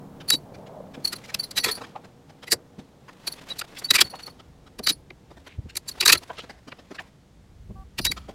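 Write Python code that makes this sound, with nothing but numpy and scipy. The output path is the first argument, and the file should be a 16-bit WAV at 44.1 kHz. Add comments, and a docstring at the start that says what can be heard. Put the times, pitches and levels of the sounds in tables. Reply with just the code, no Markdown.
"""Fast-forwarded work under a parked helicopter: a steel line fitting is hooked on, released and dropped.
It opens on a clank over a far drone; the speed-up squeezes each knock into a few dense milliseconds.
From 1 s on the fitting is hung on the cargo hook three times: impacts excite the modes of hook, links
and ring, the airframe booms, cloth rustles, and boots scuff and thump on the apron.
Near 8 s the drone has faded; a distant toot sounds and wind gusts around the last clanks."""
import sys
import numpy as np
from scipy import signal
from scipy.fft import rfft, irfft
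from scipy.io import wavfile

SR = 44100
rng = np.random.default_rng(int(sys.argv[2]) if len(sys.argv) > 2 else 0)


def store_pcm(level_fs):
    """Save levels as 16-bit WAV."""
    pcm = np.round(np.clip(level_fs, -1, 1) * 32767).astype(np.int16)
    wavfile.write(sys.argv[1], SR, np.atleast_2d(pcm).T)


N = 367794
TIME = np.arange(N) / SR


def amp(db):
    """Amplitude ratio of a level in decibels."""
    return 10 ** (np.asarray(db) / 20)


def unit_rms(x):
    """Normalisation to unit mean power."""
    return x / np.sqrt(np.mean(x ** 2) + 1e-20)


def add(mix, onset_s, sound):
    """Superposition: the sound is summed into the mix from its onset."""
    part = mix[max(round(onset_s * SR), 0):][:len(sound)]
    part += sound[:len(part)]


def spectrum_db(points, hz):
    """Spectral envelope, interpolated over logarithmic frequency."""
    f, db = np.transpose(points)
    return np.interp(np.log(hz + 1), np.log(f), db)


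def resonance_db(peaks, hz):
    """Resonance: each peak raises the level along a Lorentzian curve."""
    return sum(db / (1 + (2 * (hz - f) / width) ** 2) for f, width, db in peaks)


def band_pass(centre_hz, slope_db):
    """Band-pass response: the level falls with the distance in octaves from the centre."""
    return lambda hz: -slope_db * abs(np.log2((hz + 1) / centre_hz)) ** 1.2


def noise(colour, peaks=()):
    """Spectral shaping: white noise takes on an envelope and resonances."""
    hz = np.fft.rfftfreq(N, 1 / SR)
    response = amp(spectrum_db(colour, hz) + resonance_db(peaks, hz))
    return unit_rms(irfft(rfft(rng.standard_normal(N)) * response, N))


def fluctuation(window_samples):
    """Random modulation: low-passed noise, limited to two standard deviations."""
    smooth = signal.oaconvolve(rng.standard_normal(N), np.hanning(window_samples), "same")
    return np.clip(unit_rms(smooth), -2, 2)


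def burst(colour_db, half_s, tail_db, tail_s, shape, ripple_db, lag_s=0, lag_below_hz=910, size=8192):
    """A knock or brush, smeared by the speed-up into a noise pulse with a weak tail.
    Returns time to peak and sound."""
    t = (np.arange(size) - size // 2) / SR
    hz = np.fft.rfftfreq(size, 1 / SR)
    swell = np.exp(-abs(t / max(half_s, 1e-3)) ** shape)
    tail = amp(tail_db) * np.exp(-abs(t) / tail_s) * (t > 0)
    envelope = np.hypot(swell, tail)
    # each point of contact favours other resonances: one random weight every 260 Hz
    weights = np.clip(rng.standard_normal(256), -2, 2)
    ripple = ripple_db * np.interp(hz / 260, np.arange(256), weights) * np.minimum(hz / 1000, 1)
    # dispersion: low bending waves travel slowly and arrive late
    dispersion = np.exp(-2j * np.pi * lag_s * lag_below_hz * np.arctan(hz / lag_below_hz))
    excitation = rfft(envelope * rng.standard_normal(size))
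    sound = irfft(excitation * amp(colour_db(hz) + ripple) * dispersion)
    return -t[0], unit_rms(sound) * np.sqrt(np.mean(envelope ** 2))


def vibration(modes, t60, free_s, rise_s, scatter_db, detune, flutter_db, flutter_hz=45):
    """Damped modes swell, flutter and are choked after free_s; returns time to peak and sound."""
    hz, db = np.transpose(modes)
    lead_s = 3 * rise_s
    t = np.arange(12000)[:, None] / SR - lead_s
    weight, shift, phase, pace, offset = rng.standard_normal((5, len(hz)))
    flutter = amp(flutter_db * np.sin(2 * np.pi * (flutter_hz * np.exp(pace / 2) * t + offset)))
    sines = np.sin(2 * np.pi * (hz * (1 + detune * shift) * t + phase))
    partials = amp(db + scatter_db * weight) * flutter * sines
    t = t[:, 0]
    rise = np.exp(-(np.minimum(t, 0) / rise_s) ** 2)
    decay = amp(-60 * np.maximum(t, 0) / t60)
    choke = np.exp(-(np.maximum(t - free_s, 0) / 0.005) ** 2)
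    return lead_s, unit_rms(partials.sum(1)) * rise * decay * choke


def favoured(modes, note_hz, width_hz=60, lift_db=13):
    """Selective excitation: the point of contact lifts the modes near one note."""
    return [(hz, db + resonance_db([(note_hz, width_hz, lift_db)], hz)) for hz, db in modes]


# spectrum of the open air: f/Hz, level/dB
AIR_SPECTRUM = [(20, -14), (60, -5), (150, 2), (300, -4.5), (600, -14), (1200, -22.5), (2500, -31),
                (7000, -29.5), (16000, -47)]
# spectrum of the far machine: f/Hz, level/dB
DRONE_SPECTRUM = [(40, -13.5), (140, -7), (270, -8.5), (800, -12.5), (1050, -19), (3000, -43.5)]
# its humming bands: f/Hz, width/Hz, lift/dB
DRONE_BANDS = [(148, 81, 8), (197, 3.6, 11.5), (271.4, 4.4, 14.5), (475.2, 5.8, 17)]
# its fading envelope: t/s, level/dB
DRONE_ENVELOPE = [(0, -44), (.9, -47), (1.6, -48), (2.2, -54.5), (4.2, -55), (4.8, -57.5), (8.34, -69.5)]
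# gusts on the microphone: t/s, level/dB
WIND_ENVELOPE = [(0, -72.5), (3.5, -72.5), (4.6, -54), (7.3, -61), (7.8, -40.5), (7.92, -56.5), (8.03, -37),
                 (8.34, -49.5)]


def outdoors(air_db=-58):
    """Incoherent noise sources add: steady air, a fading machine drone and low gusts of wind."""
    wind = noise([(20, -12.5), (60, 7), (130, -3.5), (300, -20), (1000, -52)])
    air = amp(air_db) * noise(AIR_SPECTRUM)
    drone = noise(DRONE_SPECTRUM, DRONE_BANDS)
    gain = lambda envelope: amp(np.interp(TIME, *np.transpose(envelope)))
    return air + gain(DRONE_ENVELOPE) * drone + gain(WIND_ENVELOPE) * wind


# partials of the distant toot: harmonic number, rms level/dB
TOOT_HARMONICS = [(2, -54.5), (3, -55.5), (4, -72.5)]


def toot(onset_s=7.752, length_s=0.088, fundamental_hz=384):
    """Harmonic series with a missing fundamental: one short tone far across the apron."""
    out = np.zeros(N)
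    phase = 2 * np.pi * fundamental_hz * np.arange(int(length_s * SR)) / SR
    tone = sum(np.sqrt(2) * amp(db) * np.sin(k * phase) for k, db in TOOT_HARMONICS)
    add(out, onset_s, tone * signal.windows.tukey(len(tone), 0.25))
    return out


# the fitting is lifted and hooked on: pick-up t/s, let-go t/s, rustle level/dB
HOOKUPS = [(1.1, 1.75, -54.5), (3.3, 4.107, -49.5), (6.006, 6.22, -49)]


def handling(step_db=-21, reach_s=0.055, ease_s=0.12):
    """Amplitude envelope of the rustle: it swells around each scuff and each grip on the fitting."""
    t = TIME[::256]
    steps = sum(amp(db + step_db) * np.exp(-abs(t - s) / reach_s) for s, db, _ in SCUFFS)
    grips = sum(amp(db) * np.exp(-((t - np.clip(t, lift_s, free_s)) / ease_s) ** 2)
                for lift_s, free_s, db in HOOKUPS)
    return np.interp(TIME, t, steps + grips)


def rustle(gain_db=-7, shared_db=5, apart_db=3, hiss_db=-68):
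    """Friction noise of cloth and rope: two bands, partly correlated in level, over a steady hiss."""
    dull = noise([(100, 3), (500, 4), (2000, -2.5), (8000, -32)])
    bright = noise([(500, -12), (3500, -0.5), (9000, -13), (16000, -23)])
    hiss = amp(hiss_db) * (dull + 0.71 * bright)
    swell = amp(gain_db + shared_db * fluctuation(900)) * handling()
    dull_rub = dull * amp(apart_db * fluctuation(900))
    bright_rub = 0.69 * bright * amp(apart_db * fluctuation(900))
    return swell * (dull_rub + bright_rub) + hiss


# soft swishes: t/s, level/dB, half length/s, centre f/Hz
SWISHES = [(0.724, -45.5, 0.2, 580), (5.515, -54, 0.03, 2380), (6.395, -44.5, 0.028, 3200)]


def swishes(grit_db=4):
    """Slow swells of band noise, roughened by random amplitude modulation."""
    out = np.zeros(N)
    for s, db, half_s, centre_hz in SWISHES:
        lead_s, sound = burst(band_pass(centre_hz, slope_db=19), half_s, tail_db=-15.5, tail_s=half_s,
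                              shape=1.6, ripple_db=1.5, size=32768)
        add(out, s - lead_s, amp(db) * sound)
    return out * amp(grit_db * fluctuation(300))


# spectrum of a scuff: f/Hz, level/dB
SCUFF_SPECTRUM = [(40, -19.5), (200, -1), (600, -0.5), (1300, 1), (2800, -3), (5000, -7.5), (9000, -21.5),
                  (16000, -33)]
# boots, clothes and the line rubbing on the ground: t/s, level/dB, bass lift/dB
SCUFFS = [(0.213, -44, -4), (0.551, -47.5, 7.5), (0.673, -51, 1), (0.949, -44, 5), (1.247, -45.5, -40),
          (1.301, -40.5, -37), (1.78, -40.5, 4), (1.82, -35.5, 11), (1.845, -41, 2.5), (2.051, -46.5, 12),
          (2.303, -50.5, 4), (2.437, -42, -2), (2.796, -46.5, 8), (3.091, -43.5, 4), (3.39, -48, -20),
          (3.514, -41, 9), (3.774, -39.5, -21), (4.198, -43.5, -5), (4.281, -41.5, 9), (4.402, -47.5, 1),
          (4.674, -51, 4), (5.314, -46, 15.5), (5.377, -48.5, 11.5), (5.475, -43.5, 2.5),
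          (5.702, -46, -42.5), (6.39, -37, 5.5), (6.443, -42.5, 13.5), (6.504, -39, 7), (6.685, -42.5, 5),
          (6.796, -46, 13), (6.918, -46, 9), (6.955, -44, 3), (7.003, -39.5, 8), (8.177, -37.5, 5.5),
          (8.295, -36.5, 19)]


def scuffs(gain_db=1):
    """Sliding friction: soles and webbing give brief, dull brushes of noise."""
    out = np.zeros(N)
    for s, db, bass_db in SCUFFS:
        shelf = [(700, bass_db), (1700, 0.01)]
        colour = lambda hz: spectrum_db(SCUFF_SPECTRUM, hz) + spectrum_db(shelf, hz)
        lead_s, sound = burst(colour, half_s=0.01, tail_db=-19, tail_s=0.14, shape=2.6, ripple_db=4.5)
        add(out, s - lead_s, amp(db + gain_db) * sound)
    return out


# footfalls, hollow bumps and the line landing: t/s, level/dB, centre f/Hz
THUMPS = [(0.344, -29, 260.5), (0.981, -36, 300), (1.672, -29, 334), (1.964, -32, 680), (2.536, -26, 400),
          (2.791, -34, 159), (4.142, -33, 716), (4.802, -32, 303), (4.911, -32, 247), (5.594, -24.5, 88.3),
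          (5.661, -33, 93), (6.306, -29.5, 690), (6.682, -39, 199), (6.917, -34.5, 302.6),
          (7.709, -34, 133), (8.002, -28, 151), (8.107, -33, 130)]


def thumps(shake_hz=278, boom_hz=105, growth_db_per_db=2.78):
    """Heavily damped impacts: thuds, and after each clank a shake of the airframe and a belly boom."""
    out = np.zeros(N)
    blows = [(s, growth_db_per_db * (db - REFERENCE_BLOW_DB)) for s, db, *_ in CLANKS]
    shakes = [(s + 0.012, db - 47, shake_hz) for s, db in blows]
    booms = [(s + 0.035, db - 50.5, boom_hz) for s, db in blows]
    for s, db, centre_hz in THUMPS + shakes + booms:
        lead_s, sound = burst(band_pass(centre_hz, slope_db=10.5), half_s=0.008, tail_db=-18,
                              tail_s=0.045, shape=1.4, ripple_db=4.5)
        add(out, s - lead_s, amp(db) * sound)
    return out


# natural modes of the links: f/Hz, level/dB
LINK_MODES = [(3941, -16), (4102, -10), (4372, -3.5), (4420, -7.5), (4510, -5), (4690, -11.5),
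              (5020, -17.5), (5825, -14.5), (9750, -12.5), (10400, -11), (10700, -8), (10880, -9),
              (13700, -12.5)]
# the links are gripped or swing free: t/s, level/dB, T60/s, leading f/Hz
JINGLES = [(0.291, -21.5, 0.36, 4510), (0.352, -30.5, 0.087, 4510), (1.055, -18, 0.027, 4372),
           (1.078, -25, 0.084, 4372), (1.164, -34, 0.029, 4102), (1.401, -22.5, 0.058, 4510),
           (1.44, -28.5, 0.061, 4102), (1.604, -28.5, 0.11, 4300), (1.651, -23.5, 0.073, 4440),
           (1.718, -22, 0.076, 4380), (1.757, -31, 0.079, 4670), (3.279, -17.5, .03, 4372),
           (3.326, -32.5, 0.042, 4500), (3.851, -23, 0.057, 4500), (4.049, -36, 0.23, 4420),
           (4.106, -39, 0.095, 4340), (4.157, -45.5, 0.2, 4372), (4.208, -47, 0.06, 4372),
           (4.235, -36, 0.055, 4420), (4.269, -34, 0.027, 4372), (4.304, -46, 0.04, 4410),
           (4.841, -31, 0.14, 4102), (4.925, -31, 0.067, 9750), (5.887, -29, 0.026, 4690),
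           (5.918, -35.5, 0.019, 4372), (6.181, -28.5, 0.011, 4102), (8.018, -36.5, 0.17, 5020),
           (8.119, -25.5, 0.011, 4510)]


def link_jingles(gain_db=-1):
    """Modal vibration of light steel links, fluttering as they touch."""
    out = np.zeros(N)
    for s, db, t60, note_hz in JINGLES:
        lead_s, sound = vibration(favoured(LINK_MODES, note_hz), t60, free_s=0.036, rise_s=0.006,
                                  scatter_db=3.5, detune=0.0015, flutter_db=3)
        add(out, s - lead_s, amp(db + gain_db) * sound)
    return out


def link_friction(gain_db=-18, growth_db_per_db=0.91, grit_db=-15, relative_width=0.014):
    """Forced vibration: around each jingle the links slide, and friction faintly drives their modes."""
    def colour(hz):
        mode_power = sum(amp(2 * db) / (1 + (2 * (hz - f) / (relative_width * f)) ** 2)
                         for f, db in LINK_MODES)
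        grit_power = amp(2 * grit_db + spectrum_db(CLANK_SPECTRUM, hz))
        return 10 * np.log10(mode_power + grit_power)

    out = np.zeros(N)
    for s, db, *_ in JINGLES:
        lead_s, sound = burst(colour, half_s=0.011, tail_db=-17, tail_s=0.081, shape=3.6, ripple_db=1)
        add(out, s - lead_s, amp(gain_db + growth_db_per_db * db) * sound)
    return out


# natural modes of the heavy steel ring: f/Hz, level/dB
RING_MODES = [(3892, -5), (4102, -9), (4535, -11), (5014, -16.5), (5830, -22), (9760, -18), (10379, -18)]
# blows on the ring: t/s, level/dB, time until damped/s, leading f/Hz
CHIMES = [(0.322, -16.5, .031, 3892), (3.508, -28, 0.015, 3892), (3.892, -33.5, 0.026, 3892),
          (3.909, -12.5, 0.0028, 3892), (4.886, -20, 0.02, 5014), (4.886, -30.5, .016, 4535),
          (4.897, -22.5, .009, 3892), (6.007, -22.5, 0.0049, 3892), (8.066, -22, 0.035, 3892)]


def ring_chimes():
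    """Free vibration: the struck ring sounds clear notes until it is damped."""
    out = np.zeros(N)
    for s, db, free_s, note_hz in CHIMES:
        lead_s, sound = vibration(favoured(RING_MODES, note_hz), t60=0.23, free_s=free_s, rise_s=0.0046,
                                  scatter_db=2.5, detune=0.0004, flutter_db=2.5)
        add(out, s - lead_s, amp(db) * sound)
    return out


# natural modes of the hook's frame: f/Hz, level/dB
FRAME_MODES = [(430.7, -37.5), (1007, -36.5), (1330, -35), (1701, -40), (1841, -39.5), (2105, -41),
               (2374, -42), (3397, -37.5)]
# the jaw closes: t/s, level/dB
LATCHES = [(1.66, -27.5), (1.688, -26.5), (6.086, -27.5), (6.133, -27.5)]


def latches():
    """Impulse response of the hook's frame: a short, low clang as the jaw closes."""
    out = np.zeros(N)
    for s, db in LATCHES:
        lead_s, sound = vibration(FRAME_MODES, t60=0.11, free_s=0.055, rise_s=0.0017,
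                                  scatter_db=2, detune=0.002, flutter_db=0.5)
        add(out, s - lead_s, amp(db) * sound)
    return out


# spectrum of a hard blow: f/Hz, level/dB
CLANK_SPECTRUM = [(40, -18.5), (150, -10), (350, -15), (750, -10), (1200, -5.5), (2500, -2.5), (3200, -5.5),
                  (5000, -2.5), (6200, -6), (9000, -9.5), (12500, -10.5), (16000, -25.5)]
# resonances of the hook and its fittings: f/Hz, width/Hz, lift/dB
HOOK_RESONANCES = [(363, 66, 14.5), (1930, 60, 5.5), (2327, 90, 3.5), (2540, 80, 1), (2820, 40, 3.5),
                   (3930, 340, 7.5), (4647, 45, 4), (4690, 560, 5), (7570, 190, 5.5), (9760, 120, 5),
                   (10240, 220, 5), (13690, 650, 5)]
# steel on steel or asphalt, or a boot on the step: t/s, level/dB, half length/s, treble/dB, clack f/Hz
CLANKS = [(0.305, -10, 0.0026, 6, 2620), (0.337, -24.5, 0.012, 3, 3900), (1.053, -26, 0.0017, 9.5, 4300),
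          (1.08, -33.5, .0027, 23, 4400), (1.132, -27.5, 0.0075, -1.5, 1300),
          (1.347, -19, 0.0036, -1.5, 2620), (1.514, -32, 0.0042, 6, 4530), (1.581, -18, 0.012, 1.5, 3950),
          (1.645, -17, 0.0066, -0.5, 2570), (1.663, -30.5, 0.016, 0, 1900), (1.69, -25.5, 0.013, -7, 3400),
          (1.72, -33, 0.0029, 18, 4340), (1.96, -42, 0.0023, -23, 1150), (2.481, -35, 0.0085, -4.5, 2020),
          (2.526, -14.5, 0.01, 9.5, 1710), (2.52, -9.5, 0.00084, 5.5, 4540), (3.276, -25, 0.0036, -4, 4250),
          (3.595, -27, 0.0066, 8.5, 4400), (3.616, -26, 0.0044, -11.5, 1490),
          (3.793, -36, 0.0086, 12, 4350), (3.91, -9, 0.0039, 1.5, 2540), (3.944, -20, 0.0071, -2, 1930),
          (3.958, -13, 0.0088, -1, 2560), (3.99, -16.5, 0.0083, -8.5, 2500),
          (4.014, -7.5, 0.0066, -1, 3350), (4.793, -34, 0.0054, -4, 1090), (4.872, -14, 0.0048, -3.5, 1250),
          (4.897, -20.5, 0.012, 3.5, 3100), (5.106, -35, 0.0026, -25.5, 2060),
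          (5.757, -30.5, 0.0027, 1, 2443), (5.772, -21.5, 0.0047, 9, 4370), (5.891, -29, 0.008, 11.5, 4640),
          (6.011, -14.5, 0.0049, -2, 4370), (6.03, -23, .01, -9, 2670), (6.061, -10, 0.0052, 1, 1150),
          (6.081, -7.5, .0045, 4, 4480), (6.098, -10, 0.0099, -3.5, 2520), (6.129, -6.5, 0.0069, 4, 2600),
          (6.153, -23.5, 0.0064, -9, 4360), (6.302, -37.5, 0.0015, -34, 1000),
          (6.723, -35, 0.0056, -27.5, 1400), (6.992, -30, 0.0062, -37, 1660),
          (7.991, -23.5, 0.0072, -6.5, 2870), (8.053, -16, .005, 4, 3170), (8.066, -22.5, 0.006, 3, 1860),
          (8.119, -22, 0.0036, -0.5, 2240)]
REFERENCE_BLOW_DB = -12


def clanks(clack_width_hz=380, clack_db=8.5):
    """Source and filter: hard knocks pass through the resonances of the hook and of the struck part."""
    out = np.zeros(N)
    for s, db, half_s, treble_db, clack_hz in CLANKS:
        body_db = -4 - 0.5 * (db - REFERENCE_BLOW_DB)  # a light touch has more body than a hard blow
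        tilt = [(600, body_db), (1500, 0.022), (3000, 0.0018), (7000, treble_db)]
        peaks = HOOK_RESONANCES + [(clack_hz, clack_width_hz, clack_db)]
        colour = lambda f: spectrum_db(CLANK_SPECTRUM, f) + resonance_db(peaks, f) + spectrum_db(tilt, f)
        lead_s, sound = burst(colour, half_s, tail_db=-20, tail_s=0.011, shape=1.7, ripple_db=2.6,
                              lag_s=0.007)
        add(out, s - lead_s, amp(db) * sound)
    return out


def scene():
    """Superposition of all sources at one microphone close to the ground."""
    metal = clanks() + latches() + link_jingles() + ring_chimes() + link_friction()
    return (metal + scuffs() + thumps() + swishes() + rustle() + toot() + outdoors())[None]


def record(dry, cutoff_hz=16000):
    """Hard clipping at full scale, then band limiting by a low-pass filter."""
    low_pass = signal.firwin(511, cutoff_hz, window=("kaiser", 9), fs=SR)
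    return signal.oaconvolve(np.clip(dry, -1, 1), low_pass[None], "same")


dry = scene()
out = record(dry)
store_pcm(out)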